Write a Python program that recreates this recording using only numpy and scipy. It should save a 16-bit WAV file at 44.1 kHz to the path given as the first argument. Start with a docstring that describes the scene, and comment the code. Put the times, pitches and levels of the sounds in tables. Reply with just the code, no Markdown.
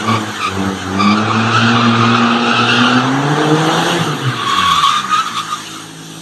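"""On a wet, open lot a six-cylinder coupe drifts, revs up, lifts off and slides to a crawl.
Periodic firing makes the exhaust drone, burble and rasp, while turbulence roars in the intake.
Stick-slip friction makes the tyres howl, squeal keenly in the last slide and chirp.
Rubber scrubs and spray hisses under the wheels, and distant buildings answer faintly."""
import sys
import numpy as np
from scipy import signal
from scipy.fft import rfft, irfft, next_fast_len
from scipy.io import wavfile
from scipy.ndimage import uniform_filter1d, minimum_filter1d, map_coordinates

SR = 44100
rng = np.random.default_rng(int(sys.argv[2]) if len(sys.argv) > 2 else 0)


def file_out(sig):
    """Save sig as 16-bit WAV at sys.argv[1]."""
    # one column per channel
    cols = np.atleast_2d(sig).T
    # limit, then scale
    lim = np.clip(cols, -1, 1)
    pcm = np.round(lim * 32767).astype(np.int16)
    wavfile.write(sys.argv[1], SR, pcm)


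N = 274025


def engine(jitter=.004, pulsation_depth=.063):
    """Periodic excitation: the firing rate sets the exhaust's harmonics and modulates the gas flow."""
    # engine speed: time_s, firing_hz
    engine_speed = [(0, 105.6), (.12, 112.8), (.21, 107), (.38, 103.2), (.5, 95.3), (.68, 97.6),
                    (.85, 92.45), (1.2, 107.7), (1.78, 118.9), (1.97, 115.3), (2.15, 118.2), (2.62, 118.3),
                    (3.02, 126), (3.33, 149.5), (3.6, 156.4), (3.94, 174.7), (4.12, 148.5), (4.29, 126.6),
                    (4.5, 100.4), (4.8, 77.35), (5.13, 61.23), (5.5, 53.4), (6.2, 53.97)]
    firing_hz, = curves(engine_speed)
    revs = firing_hz / 150
    shut = 1 - throttle()
    firings = np.cumsum(firing_hz * (1 + jitter * wobble(35))) / SR
    pulsation = 1 + pulsation_depth * np.cos(2 * np.pi * firings)
    exhaust = drone(firings, firing_hz, revs, shut) + burble(firings, firing_hz, revs, shut)
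    return exhaust + rasp(firings, pulsation, revs, shut) + intake(pulsation) + thump()


def throttle(attack_s=.18):
    """A valve meters the air: its opening, 0-1, rises, holds and falls with each press."""
    # two blips, a long pull, a light touch: open_s, until_s, release_s, opening_share
    presses = [(.09, 0.16, 0.21, 0.91), (.61, 0.68, 0.15, 0.9), (.96, 3.854, 0.39, 0.91),
               (4.58, 4.74, .15, 0.13)]
    return sum(curves([(on - attack_s, 0), (on, opening), (off, opening), (off + release, 0)])[0]
               for on, off, release, opening in presses)


def harmonic(firings, k, db, flutter_db=2.5):
    """Periodic firing radiates at whole multiples of its rate; this is the k-th, fluttering in level."""
    return amp(db + flutter_db * wobble(28)) * np.sqrt(2) * np.sin(2 * np.pi * k * firings)


def drone(firings, firing_hz, revs, shut, shut_db=(-16.5, -19, -19.5), lope=.19):
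    """Resonance: harmonics 1-3 boom at certain revs; uneven firing shakes them, most at high revs."""
    # exhaust boom at full throttle: firing_hz, first_db, second_db, third_db
    boom = [(54.21, -44, -31, -22.5), (67.46, -48, -17.5, -13), (79.93, -21.5, -15.5, -30.5),
            (91.3, -19.5, -19.5, -22), (109.3, -25.5, -20.5, -22.5), (111, -16.5, -16, -27.5),
            (122, -19.5, -11.5, -27.5), (135.7, -18.5, -15, -34), (145.6, -13, -20, -21),
            (153.75, -12.5, -17.5, -14), (172, -20.5, -19.5, -50), (177.05, -10, -24, -37)]
    # one harmonic briefly swells or fades: centre_s, half_length_s, harmonic_number, gain_db
    swings = [(1.1, 0.17, 2, 8), (1.54, 0.04, 2, -22), (2.38, 0.16, 1, -14.5), (2.646, 0.18, 2, -8),
              (2.87, 0.056, 1, -12), (3.42, 0.056, 1, -16), (3.71, 0.064, 1, -6), (4.643, 0.088, 2, 7.5),
              (6.1, 0.26, 3, 6)]
    # low surges after the throttle shuts: centre_s, half_length_s, level_db
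    surges = [(4.004, .03, -15.5), (4.107, 0.038, -20), (4.284, 0.046, -15.5)]
    levels_db = [db + cut_db * shut for db, cut_db in zip(curves(boom, firing_hz), shut_db)]
    for s, half_s, k, db in swings:
        levels_db[round(k) - 1] += db * swell(s, half_s)
    surge = sum(amp(db) * swell(s, half_s) for s, half_s, db in surges)
    levels_db[0] = 20 * np.log10(np.hypot(amp(levels_db[0]), surge))
    tone = sum(harmonic(firings, k, db) for k, db in enumerate(levels_db, 1))
    return tone * (1 + lope * revs ** 2 * wobble(60))


def burble(firings, firing_hz, revs, shut, db_per_octave=3, shut_db=-7):
    """Muffler resonances lift harmonics 4-6 as they pass; at high revs gas noise takes over."""
    # muffler response: frequency_hz, gain_db
    muffler = [(20, -48), (80, -64), (110, -8.5), (150, -7), (210, -5), (295, -2.5), (345, -1.5),
               (405, -7.5), (480, -9.5), (560, -34.5), (1200, -103)]
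    # the overtones stand out at middling revs: firing_hz, gain_db
    clarity = [(55, -5), (85, -22), (97, 4), (107, -10.5), (120, -22)]
    # the burble swells as the revs fall: centre_s, half_length_s, gain_db
    overrun = (4.27, 0.22, 6.9)
    overtones = sum(harmonic(firings, k, along(muffler, k * firing_hz) + 2 * wobble(6))
                    for k in (4, 5, 6))
    gas = np.sqrt(revs) * rush(muffler, patchy_db=1)
    level_db = -24 + db_per_octave * np.log2(revs) + shut_db * shut + overrun[2] * swell(*overrun[:2])
    return amp(level_db) * (amp(curves(clarity, firing_hz)[0]) * overtones + gas)


def rasp(firings, pulsation, revs, shut, pulse_share=.25, db_per_octave=7, shut_db=-14):
    """Pipe resonances colour the firing pulses and the turbulent flow, louder as the revs climb."""
    # pipe response: frequency_hz, gain_db
    pipe = [(330, -21), (420, 0), (490, -2), (600, -6.5), (790, 2.5), (980, -5.5), (1250, -8), (1700, -11),
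            (2300, -28.5), (5000, -85)]
    pulses = np.sqrt(pulse_share) * coloured(pipe_pulses(firings), pipe)
    flow = np.sqrt(1 - pulse_share) * unit(pulsation * rush(pipe, patchy_db=1))
    return amp(-17.5 + db_per_octave * np.log2(revs) + shut_db * shut) * (pulses + flow)


def pipe_pulses(firings, uneven=.29, t60_s=.034):
    """Reflections in the pipe smear an impulse train: one pulse a firing, sized by its cylinder."""
    fired = np.flatnonzero(np.diff(np.floor(firings)))
    cylinders = np.resize(1 + uneven * unit(rng.standard_normal(6)), len(fired))
    pulses = np.zeros(N)
    pulses[fired] = cylinders * amp(2 * rng.standard_normal(N)[fired])
    t = np.arange(SR // 25) / SR
    echoes = rng.standard_normal(len(t)) * amp(-60 * t / t60_s)
    return signal.fftconvolve(pulses, echoes)[:N]


def intake(pulsation):
    """Pulsating turbulence roars through the resonances of the airbox."""
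    # airbox response: frequency_hz, gain_db
    airbox = [(500, -36), (850, -11), (1200, 2), (1400, -0.5), (1600, -1.5), (1950, -9.5), (2500, -15),
              (4000, -60)]
    # intake roar: time_s, level_db
    roar = [(0, -25.5), (1, -28), (1.6, -21.5), (3.5, -23), (3.95, -20), (4.1, -25.5), (4.4, -21.5),
            (4.9, -22.5), (5.1, -23), (5.7, -33), (6.2, -43.5)]
    return amp(curves(roar)[0]) * unit(pulsation * rush(airbox, patchy_db=3.5))


def thump(lift_off_s=3.985, ring_hz=115, gain_db=-11, rise_s=.023, t60_s=.25):
    """Damped oscillation: a soft puff rings the muffler as the throttle shuts."""
    t = np.maximum(np.arange(N) / SR - lift_off_s, 0)
    return amp(gain_db - 60 * t / t60_s) * (1 - np.exp(-t / rise_s)) * np.sin(2 * np.pi * ring_hz * t)


def tyres(judder_db=1.73, judder_per_s=24):
    """Friction drives chirps and long slides, which judder as grip varies; returns sound and screech."""
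    # short skids: start_s, end_s, pitch_hz, glide_hz_per_s, level_db, lead_share, screech_db,
    # second_db, third_db, fourth_db
    chirps = [(0.086, 0.167, 1157, 459, -17, 0.27, -18, -8, -15, -17.5),
              (.428, 0.473, 1243, -2, -16.5, 0.1, -14.5, -5.5, -10.5, -18),
              (0.798, 0.813, 3060, 2500, -32, 0.87, -18, -30, -40, -38),
              (1.007, 1.127, 1190, -4, -14, 0.56, -19.5, -7.5, -12.5, -12.5),
              (5.13, 5.2, 1246, 894, -11, 0.92, -15, -16.5, -12.5, -48),
              (5.272, 5.279, 1255, -900, -15.5, 0.27, -12, -42, -27, -37),
              (5.375, 5.393, 1192, 596, -13, 0.56, -10.5, -21, -8.5, -25),
              (5.521, 5.54, 1234, -800, -17, 0.64, -14, -30, -12, -32)]
    # wheelspin howl, the whistle above it and the last slide's squeal: time_s, pitch_hz, level_db
    howl = [(1.18, 1315, -11.5), (1.24, 1270, -20), (1.31, 1195, -11.5), (1.42, 1382, -20.5),
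            (1.52, 1254, -11.5), (1.64, 1466, -16.5), (1.79, 1201, -15.5), (2.15, 1256, -13),
            (2.35, 1273, -19), (2.6, 1315, -14), (2.73, 1443, -14), (3.0, 1318, -15.5), (3.1, 1325, -25.5)]
    whistle = [(1.35, 2560, -25.5), (1.62, 2665, -23), (1.82, 2534, -33), (2.54, 2670, -22.5),
               (2.75, 2843, -18.5), (2.95, 2730, -26.5)]
    squeal = [(4.28, 1220, -26.5), (4.37, 1145, -29), (4.48, 1105, -17), (4.6, 1115, -11.5),
              (4.69, 1115, -12.5), (4.795, 1162, -15), (4.82, 1271, -24), (4.84, 1105, -10),
              (4.87, 1129, -15), (4.9, 1220, -12.5), (5.0, 1200, -13)]
    # the tread in each: gain_db, spread_share, lead_share, screech_db, overtones_db
    howl_tread = (-2.6, .08, 0.35, -16, [-10.5, -13, -23.5])
    whistle_tread = (-1.2, .045, 0.091, -18.5, [-16, -24])
    squeal_tread = (-1, .052, 0.67, -13, [-16.5, -6.5, -26])
    # the rubber bites harder: centre_s, half_length_s, gain_db
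    bites = [(4.719, 0.0087, 10), (4.762, 0.0092, 3), (4.848, 0.011, 8), (4.897, 0.0056, 10.5)]
    out = sum(chirp(*row) for row in chirps)
    grip_db = judder_db * wobble(judder_per_s) + sum(db * swell(s, half_s) for s, half_s, db in bites)
    for path, (gain_db, *tread) in [(howl, howl_tread), (whistle, whistle_tread), (squeal, squeal_tread)]:
        out = out + skid(path, gain_db + grip_db, *tread)
    return out


def skid(path, grip_db, spread, lead, screech_db, upper_db, count=5, attack_s=.047, release_s=.042):
    """Detuned tread blocks beat around a purer leading tone; returns sound and screech envelope."""
    start, end = path[0][0], path[-1][0]
    span = np.arange(max(0, int((start - 2 * attack_s) * SR)), min(N, int((end + 2 * release_s) * SR)))
    t = span / SR
    pitch_hz, db = curves(path, t)
    edges_db = 20 * np.minimum(0, np.minimum((t - start) / attack_s, (end - t) / release_s))
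    leader = stick_slip(pitch_hz, np.add(upper_db, -2), jitter=.012, flicker_db=1.2)
    blocks = 0
    for place in np.linspace(-1.3, 1.3, count):
        detune = spread * (place + .3 + .5 * wobble(14, len(span)))
        blocks += stick_slip(pitch_hz * (1 + detune), upper_db, jitter=.022, flicker_db=3.5)
    sound, envelope = np.zeros((2, N))
    envelope[span] = amp(db + edges_db + grip_db[span])
    sound[span] = envelope[span] * (np.sqrt(lead) * leader + np.sqrt((1 - lead) / count) * blocks)
    return np.array([sound, amp(screech_db) * envelope])


def stick_slip(pitch_hz, upper_db, jitter, flicker_db):
    """Relaxation oscillation: rubber grips and lets go in a shaky tone whose harmonics flare apart."""
    size = len(pitch_hz)
    waver = .6 * wobble(70, size) + 1.08 * wobble(480, size)
    phase = 2 * np.pi * np.cumsum(pitch_hz * (1 + jitter * waver)) / SR
    grip_db = flicker_db * wobble(110, size)
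    return sum(amp(db) * unit(amp(grip_db + np.sqrt(k + 1) * wobble(71.4, size)) * np.sin(k * phase))
               for k, db in enumerate([0, *upper_db], 1))


def chirp(on, off, hz, glide, db, lead, screech_db, *upper_db, sag=.0363, spread=.034):
    """A brief burst of stick-slip whose pitch glides and sags in the middle."""
    end_hz = hz + glide * (off - on)
    path = [(on, hz, db), ((on + off) / 2, (1 - sag) * (hz + end_hz) / 2, db), (off, end_hz, db)]
    return skid(path, np.zeros(N), spread, lead, screech_db, upper_db)


def road(screech, screech_spray_db=-4, treble_hz=8800):
    """Friction noise and spray grow with each screech; directivity dulls the spray as the car turns."""
    # wheelspin and sliding: time_s, scrub_db, spray_db
    sliding = [(0, -31.5, -33.5), (.85, -34, -35.5), (1.25, -33.5, -37.5), (1.65, -22.5, -36),
               (2.2, -26, -44), (2.8, -20.5, -41.5), (3.12, -31, -34.5), (3.9, -21.5, -27.5),
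               (4.15, -29.5, -36), (4.48, -26, -38), (4.87, -22.5, -29), (5.07, -35, -33.5),
               (5.72, -33, -33), (5.92, -40.5, -40), (6.2, -38, -38)]
    # spectra of rubber on asphalt and of thrown water: frequency_hz, density_db
    rubber = [(1200, -16.5), (2150, -15.5), (2650, 9), (3400, 11.5), (3900, 6.5), (4500, -0.5),
              (5000, -11.5), (6500, -73)]
    water = [(2500, -7.5), (4400, 0), (5050, -8), (5700, 1.5), (6600, 1.5), (7700, -7.5), (8600, -4),
             (9500, -13), (10400, -25), (11700, -10), (12600, -32), (13500, -37)]
    # the car turns away and back: time_s, treble_db
    facing = [(0, 1.5), (.9, 0.5), (1.2, -12.5), (2.2, -56), (2.9, -9.5), (3.5, -1), (4.2, 6), (5, -0.5),
              (6.2, 7.5)]
    scrub_db, spray_db = curves(sliding)
    scrub = np.hypot(amp(scrub_db), screech) * rush(rubber, patchy_db=3)
    spray = np.hypot(amp(spray_db), amp(screech_spray_db) * screech) * rush(water, patchy_db=3)
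    treble = filtered(spray, lambda hz: 1 - 1 / (1 + (hz / treble_hz) ** 8))
    return scrub + spray + (amp(curves(facing)[0]) - 1) * treble


def lot(x):
    """Diffuse reflection: the buildings answer after 25 ms, and the treble dies first."""
    # reverberation time: frequency_hz, t60_s
    decay = [(100, 1), (1200, 0.27), (4000, 0.053), (10000, 0.024)]
    hz, t, noise = signal.stft(rng.standard_normal(SR * 3 // 4), SR, nperseg=256)
    tail = signal.istft(noise * amp(-60 * t / along(decay, hz)[:, None]), SR, nperseg=256)[1]
    return signal.fftconvolve(np.pad(x, (SR // 40, 0)), tail / np.linalg.norm(tail))[:N]


def rush(spectrum, patchy_db):
    """Turbulence: noise of rms 1 with short patches of random gain."""
    noise = signal.stft(rng.standard_normal(N), nperseg=1024)[2]
    patches = uniform_filter1d(rng.standard_normal(noise.shape), size=4, axis=0)
    patches = unit(uniform_filter1d(patches, size=4, axis=1))
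    return coloured(signal.istft(noise * amp(patchy_db * patches), nperseg=1024)[1][:N], spectrum)


def coloured(x, spectrum):
    """Source and filter: x shaped by a spectrum, at rms 1."""
    return unit(filtered(x, lambda hz: amp(along(spectrum, hz))))


def filtered(x, response):
    """Linear filtering: the spectrum of x times a frequency response."""
    size = next_fast_len(N + SR // 4)
    return irfft(rfft(x, size) * response(np.fft.rfftfreq(size, 1 / SR)), size)[..., :N]


def wobble(rate, size=N):
    """Random modulation: a smooth curve with rate knots a second."""
    knots = np.random.default_rng(rng.integers(2 ** 31)).standard_normal(int(size * rate / SR) + 4)
    coarse = np.arange(0, size + 16, 16)
    spline = map_coordinates(knots, [coarse * rate / SR], mode="nearest")
    return np.interp(np.arange(size), coarse, spline)


def swell(centre_s, half_s):
    """A Gaussian envelope of height 1."""
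    return np.exp(-((np.arange(N) / SR - centre_s) / half_s) ** 2)


def curves(rows, at=None):
    """Linear interpolation of each later column along the first, by default at every sample time."""
    knots, *columns = np.transpose(rows)
    return [np.interp(np.arange(N) / SR if at is None else at, knots, column) for column in columns]


def along(points, hz):
    """Interpolation on a logarithmic frequency axis."""
    knots_hz, values = np.transpose(points)
    return np.interp(np.log(hz + 1), np.log(knots_hz + 1), values)


def amp(db):
    """Decibels to amplitude ratio."""
    return np.exp(np.asarray(db) * (np.log(10) / 20))


def unit(x):
    """Normalisation to rms 1."""
    return x / np.sqrt(np.mean(x ** 2) + 1e-20)


def scene():
    """Superposition: the car stays straight ahead; the treble has a little width."""
    # side signal relative to the middle: frequency_hz, gain_db
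    width = [(60, -51), (200, -61.5), (1500, -47.5), (4400, -28.5), (12000, -12)]
    squeal, screech = tyres()
    motor = engine()
    echo = lot(amp(-19) * squeal + amp(-24) * motor)
    mid = motor + squeal + road(screech) + echo
    side = filtered(lot(mid), lambda hz: amp(along(width, hz)))
    return np.array([mid + side, mid - side])


def record(dry, low_cut_hz=55, top_hz=13500, ceiling=.95):
    """Band and peak limiting: the deep bass thins, the highest peaks duck and the top treble is cut."""
    thinned = filtered(dry, lambda hz: hz / np.hypot(hz, low_cut_hz))
    needed = np.minimum(1, ceiling / (np.abs(thinned).max(axis=0) + 1e-9))
    gain = uniform_filter1d(minimum_filter1d(needed, size=331), size=331)
    return filtered(thinned * gain, lambda hz: hz < top_hz)


dry = scene()
out = record(dry)
file_out(out)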